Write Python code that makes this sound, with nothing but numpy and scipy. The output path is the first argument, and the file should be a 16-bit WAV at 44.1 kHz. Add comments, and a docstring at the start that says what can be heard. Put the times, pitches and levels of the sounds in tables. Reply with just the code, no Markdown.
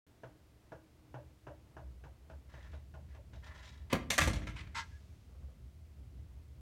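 """A snowy porch: a light outer house door swings shut beside a phone.
Its spring knocks on the jamb faster and faster, its closer rubs; coloured noise and decaying modes make both.
The door strikes the frame, the latch clacks home, and the panel booms and rattles in struck modes and noise.
The seal gives one short scrape of slips and friction, then a thin squeak; soft hollow taps follow.
Behind lie a hushed street with a far engine droning, a muffled road, a hiss and a brief wavering hum."""
import sys
import numpy as np
from scipy import signal
from scipy.fft import rfft, irfft, next_fast_len
from scipy.io import wavfile
from scipy.ndimage import map_coordinates

SR = 44100
rng = np.random.default_rng(int(sys.argv[2]) if len(sys.argv) > 2 else 0)


def generate_wav(signal):
    """Clip the signal to [-1, 1] and save it as 16-bit WAV at the path in sys.argv[1]."""
    frames = np.transpose(np.atleast_2d(signal))
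    scaled = np.clip(frames, -1, 1) * 32767
    pcm = np.round(scaled).astype(np.int16)
    wavfile.write(sys.argv[1], SR, pcm)


N = 291490

# Levels in spectra, modes and events are relative; each source sets its own gain.
# door, latch and frame meeting: (time [s], clack level [dB], wood knock level [dB], metal crack level [dB],
# t60 [s], treble limit [Hz])
BLOWS = [(3.927, -29, -20, -38, .07, 30000), (4.102, -33, -32.5, -30.5, 0.16, 11050),
         (4.179, -26.5, -36, -23.5, 0.054, 18000), (4.185, -21, -39.5, -26, 0.046, 9460),
         (4.212, -30.5, -39, -32, 0.15, 12490), (4.273, -33.5, -27.5, -31.5, .075, 9000),
         (4.331, -45.5, -49, -42, 0.108, 8630), (4.360, -48, -49, -49, .09, 9000),
         (4.469, -42.5, -45, -51, .11, 7500), (4.670, -58.5, -66, -71, 0.07, 6000)]
# clack spectrum: (frequency [Hz], level [dB])
CLACK_SPECTRUM = [(300, -19), (600, -13), (800, -9), (1100, -2.5), (1380, -1), (1600, -0.5), (2100, 3.5),
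                  (2700, -4), (3400, -5.5), (5000, -18.5), (9000, -26.5)]
# wood knock spectrum: (frequency [Hz], level [dB])
KNOCK_SPECTRUM = [(70, -20), (140, 3), (225, -2.5), (340, -0.5), (430, -7), (530, -5), (610, -4),
                  (780, -10), (1000, -5.5), (2000, -26)]
# latch metal crack spectrum: (frequency [Hz], level [dB])
CRACK_SPECTRUM = [(430, -17), (560, 9), (660, 9.5), (780, -14), (1300, -14), (2500, 0), (3300, 0.5),
                  (4100, 2), (5000, -4.5), (5900, 2), (7500, -2.5), (10000, -7.5), (14000, -9.5),
                  (16000, -21.5)]
# hollow modes of the door frame: (frequency [Hz], level [dB], t60 [s])
WOOD_MODES = [(145, -6.5, 0.063), (228.6, -1, .1), (334.3, -8, 0.034), (540, -11.5, .06)]
# ringing of the door's pane and frame: (frequency [Hz], level [dB], t60 [s])
PANE_MODES = [(236.5, -6, .7), (307, -17, 0.93), (601, -7, 0.38), (669, -18.5, 0.52), (850, -16, 0.253),
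              (1173, -8, 0.22), (1356, -1, 0.076), (1633, -6, 0.2), (1700, -4, 0.12), (1810, -11.5, 0.17),
              (1897, -11, .25), (2083, -6, .22), (2376, -15, 0.067), (3350, -15, .1), (4240, -26, 0.11),
              (5600, -17.5, 0.085)]
# whole panel flexing against its stop: (time [s], level [dB])
THUDS = [(3.925, -33), (4.187, -33), (4.213, -27), (4.263, -24), (4.294, -27.5)]
# lowest panel modes: (frequency [Hz], level [dB], t60 [s])
PANEL_MODES = [(53.6, -7, 0.53), (80.9, -2, 0.21), (103.3, -9.5, 0.3), (147, -7.5, 0.16)]
# air shoved by the panel: (frequency [Hz], level [dB])
BOOM_SPECTRUM = [(35, -21.5), (50, -1), (85, -2.5), (115, 1), (150, -1.5), (200, -7.5), (400, -22)]
# slips of the door spring: (time [s], knock level [dB], twang level [dB])
SPRING_SLIPS = [(0.234, -39.5, -66), (0.718, -40, -59), (1.141, -38.5, -49), (1.468, -39, -48),
                (1.766, -40.5, -51.5), (2.037, -47, -55), (2.298, -44.5, -63), (2.538, -47, -61),
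                (2.731, -47.5, -59.5), (2.939, -48, -55.5), (3.147, -53.5, -57), (3.332, -51, -65.5)]
# jamb knock spectrum: (frequency [Hz], level [dB])
JAMB_SPECTRUM = [(90, -15), (140, 13), (205, -23), (290, 1), (380, -6.5), (470, -1), (630, 0), (740, -7.5),
                 (860, -1), (1000, -8.5), (1250, -12.5), (1620, -7.5), (2250, -31), (2750, -23),
                 (5000, -74)]
# jamb modes: (frequency [Hz], level [dB], t60 [s])
JAMB_MODES = [(125.3, 0, 0.45), (305.9, -26, 1), (452, -22, 0.2), (647.3, -0.5, 0.16), (810, -14, 0.08),
              (980, -10.5, 0.15), (1447, -3, 0.081), (1645, -5, 0.052)]
# spring coil spectrum: (frequency [Hz], level [dB])
COIL_SPECTRUM = [(330, -22), (480, -7), (580, 10), (700, 1.5), (850, -1.5), (1050, -3.5), (1400, -22.5),
                 (1800, -47)]
# bright snap of a spring slip: (frequency [Hz], level [dB])
SNAP_SPECTRUM = [(1000, 7.5), (1700, 3), (2300, 3.5), (2900, 3.5), (4200, -9.0), (6200, -7), (9000, -28)]
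# slides of the closer's rod: (start [s], length [s], groan level [dB], hiss level [dB])
SLIDES = [(2.486, 0.18, -63.5, -70.5), (2.712, 0.024, -63, -69), (3.085, 0.04, -67, -74.5),
          (3.322, 0.031, -69, -67), (3.423, 0.053, -55, -64.5), (3.5, .04, -66.5, -83),
          (3.539, 0.079, -61, -64.5), (3.622, 0.061, -59.5, -59.5), (3.718, 0.074, -69.5, -74)]
# hollow rub of the rod: (frequency [Hz], level [dB])
ROD_SPECTRUM = [(700, -5), (900, -5.5), (1010, 0), (1150, -9), (1350, 2), (1520, -8), (1670, 1.5),
                (1860, -1.5), (2050, -3.5), (2450, -11), (3500, -18)]
# dry hiss of the rod: (frequency [Hz], level [dB])
ROD_HISS_SPECTRUM = [(1800, -8), (2900, 1), (4100, -2), (4900, -7), (5800, -5), (7500, -14.5), (10000, -24),
                     (14000, -34)]
# weatherstrip brushing the frame: (start [s], length [s], rub level [dB], wood level [dB])
BRUSHES = [(3.898, .027, -47, -51.5), (4.557, 0.051, -52, -69)]
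# weatherstrip rub spectrum: (frequency [Hz], level [dB])
STRIP_SPECTRUM = [(300, -19.5), (650, -14.5), (950, 5), (1400, -4), (2100, 5.5), (3000, -1.5), (4200, -5),
                  (6000, -14), (9000, -20), (15000, -46)]
# seal scrape spectrum: (frequency [Hz], level [dB])
SEAL_SPECTRUM = [(600, -13), (780, -20), (840, 3.5), (1400, -3), (2100, -3.5), (2350, -5), (4100, -5.5),
                 (6500, -10.5), (9000, -23.5), (15000, -41.5)]
# frame resonances under the scrape: (frequency [Hz], width [Hz], level [dB])
SEAL_PEAKS = [(1066, 35, -8), (1376, 44, 2.5), (1647, 29, 6.5), (2020, 61, 2)]
# seal coming to rest: (frequency [Hz], level [dB])
CREEP_SPECTRUM = [(800, -6.5), (1600, -1), (2600, -1.5), (6500, -4), (9000, -15), (15000, -31.5)]
# soft faint taps: (time [s], frequency [Hz], level [dB])
TAPS = [(5.03, 190, -64), (5.29, 460, -60), (5.345, 504, -59), (5.42, 525, -60.5), (5.48, 508, -60)]
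# noise of a tap: (frequency [Hz], level [dB])
SCUFF_SPECTRUM = [(400, -2), (900, -7), (1400, -9.5), (2200, -21)]
# far engine: (frequency [Hz], level [dB])
EXHAUST_SPECTRUM = [(25, -34), (45, -22.5), (62, -4.5), (71, -3.5), (80, -5.5), (95, -21), (112, -11.5),
                    (135, -22.5), (220, -29)]
# far road: (frequency [Hz], level [dB])
ROAD_SPECTRUM = [(30, -2), (110, 3.5), (200, -4.5), (330, -5), (450, -8.5), (700, -13.5), (1200, -17),
                 (3000, -29)]
# steady hiss: (frequency [Hz], level [dB])
HISS_SPECTRUM = [(290, -33), (500, -12), (639, -2), (687, -0.5), (718, -21.5), (1260, -17.5), (1390, -13),
                 (1810, -14), (2000, -9.5), (2210, -11), (2710, -12), (4430, -14), (4900, -14.5),
                 (11800, -20.5), (15800, -21.5)]
# decay of the porch's answer: (frequency [Hz], t60 [s])
PORCH_DECAY = [(100, 0.99), (500, 0.4), (2000, 0.4), (6000, 0.29), (14000, 0.19)]

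START_S, TOP_HZ = 0.066, 16000
# first rebound, each flight over the last, loss a rebound, extra loss of the wood knock
BOUNCE_S, BOUNCE_SHRINK, BOUNCE_LOSS_DB, WOOD_LOSS_DB = 0.024, 0.6, 10.5, 4
RISE_S = 0.0014  # time constant of a contact's build-up
SHUDDER_START_S, SHUDDER_GAP_S = 4.362, 0.059
# first swing, its dying away, loose parts against the swing
SHUDDER_DB, SHUDDER_DB_PER_S, RATTLE_DB = -34, 43.5, -20
SNAP_DB = -63.5  # alike at every slip
SLIDE_ATTACK_S, SLIDE_T60_S = 0.012, 0.27
SCRAPE_S, SCRAPE_LENGTH_S, SCRAPE_DB = 4.745, 0.052, -37.5
SCRAPE_ATTACK_S, SCRAPE_T60_S = 0.0098, 0.13
SQUEAK_S, SQUEAK_LENGTH_S, SQUEAK_DB = 4.905, 0.067, -64.5
ENGINE_FAR_DB, ENGINE_NEAR_DB, APPROACH_S = -69, -52.5, 2.85  # draws nearer, then stays
ROAD_DB, ROAD_DB_PER_S = -66, -0.72
WHINE_DB, WHINE_LENGTH_S = -68, 1.68


def amp(db):
    """Decibels to gain."""
    return 10 ** (np.asarray(db) / 20)


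def unit(x):
    """Scale to rms 1."""
    return x / np.sqrt(np.mean(x ** 2) + 1e-20)


def along(points, hz):
    """(Hz, value) points read on a log axis."""
    f, v = np.transpose(points)
    return np.interp(np.log(hz + 1), np.log(f + 1), v)


def wobble(knots_per_s, size=N):
    """A smooth random curve through normal knots."""
    knots = rng.standard_normal(int(size * knots_per_s / SR) + 4)
    return map_coordinates(knots, [np.arange(size) * knots_per_s / SR])


def filtered(x, response):
    """x times a response of frequency."""
    m = next_fast_len(len(x) + 8192)
    return irfft(rfft(x, m) * response(np.fft.rfftfreq(m, 1 / SR)), m)[:len(x)]


def shape(spectrum, hz):
    """Gain of a spectrum that falls away beyond its ends."""
    low_skirt = np.minimum(1, hz / spectrum[0][0]) ** 2
    high_skirt = np.minimum(1, spectrum[-1][0] / (hz + 1)) ** 2
    return amp(along(spectrum, hz)) * low_skirt * high_skirt


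def noise(spectrum, size):
    """Coloured noise of rms 1."""
    return unit(filtered(rng.standard_normal(size), lambda hz: shape(spectrum, hz)))


def dappled(x, depth_db, spacing_hz):
    """Many close resonances: a random comb of peaks and notches."""
    knots = rng.standard_normal(SR // 40)

    def comb(hz):
        return unit(amp(depth_db * map_coordinates(knots, [hz / spacing_hz], mode="mirror")))
    return filtered(x, comb)


def fade(t60_s, attack_s):
    """One second of a struck envelope."""
    t = np.arange(SR) / SR
    return np.exp(-np.log(1000) * t / t60_s) * (1 - np.exp(-t / attack_s))


def stroke(start_s, length_s, attack_s, t60_s):
    """Envelope of a sliding contact: it swells, holds for its length and dies away."""
    t = np.maximum(np.arange(N) / SR - start_s, 0)
    release = np.exp(-np.log(1000) * np.maximum(t - length_s, 0) / t60_s)
    return (1 - np.exp(-t / attack_s)) * release


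def ring(modes, attack_s, scatter_db):
    """Decaying modes, struck with new strengths at each blow."""
    t = np.arange(SR, dtype=np.float32) / SR
    tones = 0
    for k, (hz, db, t60_s) in enumerate(modes):
        strength = float((-1) ** k * amp(db + scatter_db * rng.standard_normal()))
        # decay is held past two t60, already inaudible
        decay = np.exp(float(-np.log(1000) / t60_s) * np.minimum(t, float(2 * t60_s)))
        tones = tones + strength * np.sin(float(2 * np.pi * hz) * t) * decay
    return tones * (1 - np.exp(-t / attack_s))


def add(track, s, sound):
    """Mix a sound in at time s."""
    start = round(s * SR)
    track[start:start + len(sound)] += sound[:N - start]


def porch(x, wet_db):
    """The sound with the answer of the walls and roof; treble dies first."""
    hz, t, z = signal.stft(rng.standard_normal(SR), SR, nperseg=256)
    decay = np.exp(-np.log(1000) * t / along(PORCH_DECAY, hz)[:, None])
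    tail = signal.istft(z * decay, SR, nperseg=256)[1][:SR]
    tail = tail * (1 - np.exp(-np.arange(SR) / SR / 0.0023))
    return x + amp(wet_db) * signal.fftconvolve(x, tail / np.linalg.norm(tail))[:len(x)]


def door(contacts=3):
    """Each blow is followed by quicker, weaker rebounds."""
    out = np.zeros(N)
    for s, clack_db, knock_db, crack_db, t60_s, hard_hz in BLOWS:
        for k in range(contacts):
            hit = contact(clack_db, knock_db - k * WOOD_LOSS_DB, crack_db, t60_s, hard_hz)
            add(out, s, amp(-k * BOUNCE_LOSS_DB) * hit)
            s = s + BOUNCE_S * BOUNCE_SHRINK ** k
    return porch(out, wet_db=-11.0)


def contact(clack_db, knock_db, crack_db, t60_s, hard_hz,
            ring_db=-11, chatter_db=2.0, spike_db=2, tick_db=-18):
    """One contact clacks, knocks the wood, cracks the latch metal and rings the pane."""
    # loose parts chatter while the blow dies away
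    blow = fade(t60_s, RISE_S) * amp(chatter_db * wobble(380, size=SR))
    # each point of contact wakes its own set of resonances
    clack = dappled(noise(CLACK_SPECTRUM, SR), depth_db=1.5, spacing_hz=77.8) * blow
    clack = clack + amp(ring_db) * ring(PANE_MODES, RISE_S, scatter_db=3)
    spikes = unit(amp(spike_db * wobble(1100, size=SR)))
    crack = dappled(noise(CRACK_SPECTRUM, SR), depth_db=3.5, spacing_hz=174.0) * blow * spikes
    knock = amp(-4) * noise(KNOCK_SPECTRUM, SR) * fade(0.1, RISE_S)
    knock = knock + amp(-1.5) * ring(WOOD_MODES, RISE_S, scatter_db=1)
    # a knock on the wood starts with a bright tick
    knock = knock + amp(tick_db) * rng.standard_normal(SR) * fade(0.054, RISE_S)
    hit = amp(clack_db) * clack + amp(knock_db) * knock + amp(crack_db) * crack
    # a soft contact loses its treble
    return filtered(hit, lambda hz: 1 / np.sqrt(1 + (hz / hard_hz) ** 4))


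def thuds():
    """The panel booms each time it is driven against the stop."""
    out = np.zeros(N)
    for s, db in THUDS:
        add(out, s, amp(db) * flex())
    return out


def flex(boom_db=-10):
    """One boom of the panel in its lowest modes, with the air that it shoves."""
    shoved_air = noise(BOOM_SPECTRUM, SR) * fade(0.55, 0.0037)
    return ring(PANEL_MODES, 0.0026, scatter_db=1.0) + amp(boom_db) * shoved_air


def shudder(count=8, scatter_s=0.0046, wood_db=4, metal_db=-7):
    """The shut door swings against its latch ever more weakly; every swing rattles the loose parts."""
    out = np.zeros(N)
    for k in range(count):
        age_s = k * SHUDDER_GAP_S + scatter_s * rng.standard_normal()
        rattle = contact(RATTLE_DB, RATTLE_DB + wood_db, RATTLE_DB + metal_db, t60_s=0.33, hard_hz=6500)
        swing_gain = amp(SHUDDER_DB - SHUDDER_DB_PER_S * age_s)
        add(out, SHUDDER_START_S + age_s, swing_gain * (flex() + rattle))
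    return out


def spring(body_db=-7, modes_db=-10, twang_db=0, delay_1k_s=0.021):
    """Each slip of the spring snaps and knocks on the jamb, then returns along the coil as a falling twang."""
    out = np.zeros(N)

    def disperse(hz):
        # bending waves are dispersive: down to 200 Hz the delay grows as the frequency falls
        return np.exp(-2j * np.pi * delay_1k_s * 1000 * np.log(np.maximum(hz, 200)))
    for s, knock_db, coil_db in SPRING_SLIPS:
        body = amp(body_db) * noise(JAMB_SPECTRUM, SR) * fade(0.21, 0.00055)
        body = body + amp(modes_db) * ring(JAMB_MODES, 0.0032, scatter_db=3.5)
        snap = amp(SNAP_DB) * noise(SNAP_SPECTRUM, SR) * fade(0.17, 0.00074)
        coil = noise(COIL_SPECTRUM, SR) * fade(0.14, 0.00023)
        twang = amp(coil_db + twang_db) * filtered(coil, disperse)
        add(out, s, porch(amp(knock_db) * body + snap + twang, wet_db=-18.0))
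    return out


def closer(groan_db=-2, rod_hiss_db=-2, grain_db=2.5, fleck_db=3.0):
    """The rod of the door closer slides with a hollow rub and a dry, uneven hiss."""
    groan_gain = hiss_gain = 0
    for s, length_s, low_db, high_db in SLIDES:
        slide = stroke(s, length_s, SLIDE_ATTACK_S, SLIDE_T60_S)
        groan_gain = groan_gain + amp(low_db + groan_db) * slide
        hiss_gain = hiss_gain + amp(high_db + rod_hiss_db) * slide
    groan = dappled(noise(ROD_SPECTRUM, N), depth_db=3.0, spacing_hz=56.8)
    groan = groan * unit(amp(grain_db * wobble(90)))
    hiss = dappled(noise(ROD_HISS_SPECTRUM, N), depth_db=2.0, spacing_hz=147.0)
    hiss = hiss * unit(amp(fleck_db * wobble(140)))
    return porch(groan_gain * groan + hiss_gain * hiss, wet_db=-11)


def seal(slips_per_s=105, slips_db=-3, peaks_db=11, linger_db=-31.5, linger_t60_s=2.2):
    """The seal drags over the sill in uneven slips that excite frame resonances, then creeps faintly to rest."""
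    slip_phase = np.cumsum(slips_per_s * amp(1.7 * wobble(60))) / SR
    slips = np.diff(np.floor(slip_phase), prepend=0)  # one impulse a slip
    soft_slips = filtered(unit(slips), lambda hz: 1 / (1 + 1j * hz / 2500))
    friction = dappled(rng.standard_normal(N), depth_db=3.3, spacing_hz=71.6) + amp(slips_db) * soft_slips

    def peaks(hz):
        return sum(amp(db + peaks_db) * 1j * hz * width / (centre ** 2 - hz ** 2 + 1j * hz * width)
                   for centre, width, db in SEAL_PEAKS)
    scrape = unit(filtered(friction, lambda hz: shape(SEAL_SPECTRUM, hz) * (1 + peaks(hz))))
    drag = scrape * stroke(SCRAPE_S, SCRAPE_LENGTH_S, SCRAPE_ATTACK_S, SCRAPE_T60_S)
    creep_swell = stroke(SCRAPE_S, SCRAPE_LENGTH_S, SCRAPE_ATTACK_S, linger_t60_s)
    creep = amp(linger_db) * noise(CREEP_SPECTRUM, N) * creep_swell
    return amp(SCRAPE_DB) * porch(drag + creep, wet_db=-22)


def weatherstrip(grain_db=2):
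    """The strip brushes the frame with a dry rub and stirs the wood."""
    out = np.zeros(N)
    rub = dappled(noise(STRIP_SPECTRUM, N), depth_db=2, spacing_hz=111)
    wood = noise(KNOCK_SPECTRUM, N)
    for s, length_s, rub_db, wood_db in BRUSHES:
        brush = stroke(s, length_s, attack_s=0.005, t60_s=0.13)
        out += brush * (amp(rub_db) * rub + amp(wood_db) * wood)
    return porch(out * amp(grain_db * wobble(150)), wet_db=-14)


def squeak(squeak_hz=1650):
    """The seal settles with a thin unsteady tone."""
    swell = amp(SQUEAK_DB) * stroke(SQUEAK_S, SQUEAK_LENGTH_S, attack_s=0.017, t60_s=0.084)
    return swell * np.sin(2 * np.pi * np.cumsum(squeak_hz + 35 * wobble(150)) / SR)


def taps(scuff_db=-7):
    """A few soft, hollow taps after the door has come to rest: one decaying mode and a scuff each."""
    out = np.zeros(N)
    for s, hz, db in TAPS:
        scuff = amp(db + scuff_db) * noise(SCUFF_SPECTRUM, SR) * fade(0.17, 0.0075)
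        tap = ring([(hz, db, 0.1)], 0.005, scatter_db=0.5)
        add(out, s, porch(tap + scuff, wet_db=-7))
    return out


def street(hiss_db=-76, whine_hz=312, surge_db=2.5):
    """A far engine throbs over a slowly ebbing road and a steady hiss; a faint hum wavers at the start."""
    t = np.arange(N) / SR
    engine_db = np.interp(t, [0, APPROACH_S], [ENGINE_FAR_DB, ENGINE_NEAR_DB]) + surge_db * wobble(11)
    engine = amp(engine_db) * noise(EXHAUST_SPECTRUM, N)
    road = amp(ROAD_DB + ROAD_DB_PER_S * t + 1.2 * wobble(5.7)) * noise(ROAD_SPECTRUM, N)
    swell = stroke(0, WHINE_LENGTH_S, attack_s=0.45, t60_s=1.8) * amp(WHINE_DB + 4.5 * wobble(8.65))
    whine = swell * np.sin(2 * np.pi * np.cumsum(whine_hz + 6 * wobble(29.9)) / SR)
    return engine + road + whine + amp(hiss_db) * noise(HISS_SPECTRUM, N)


def scene():
    """All sources at one microphone."""
    closing_door = door() + thuds() + shudder() + spring() + closer()
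    rubbing_seals = seal() + weatherstrip() + squeak()
    return (closing_door + rubbing_seals + taps() + street())[None]


def record(dry):
    """The phone opens a moment late and keeps nothing above its band limit."""
    opened = np.arange(N) >= START_S * SR
    return filtered(dry[0] * opened, lambda hz: hz < TOP_HZ)[None]


dry = scene()
out = record(dry)
generate_wav(out)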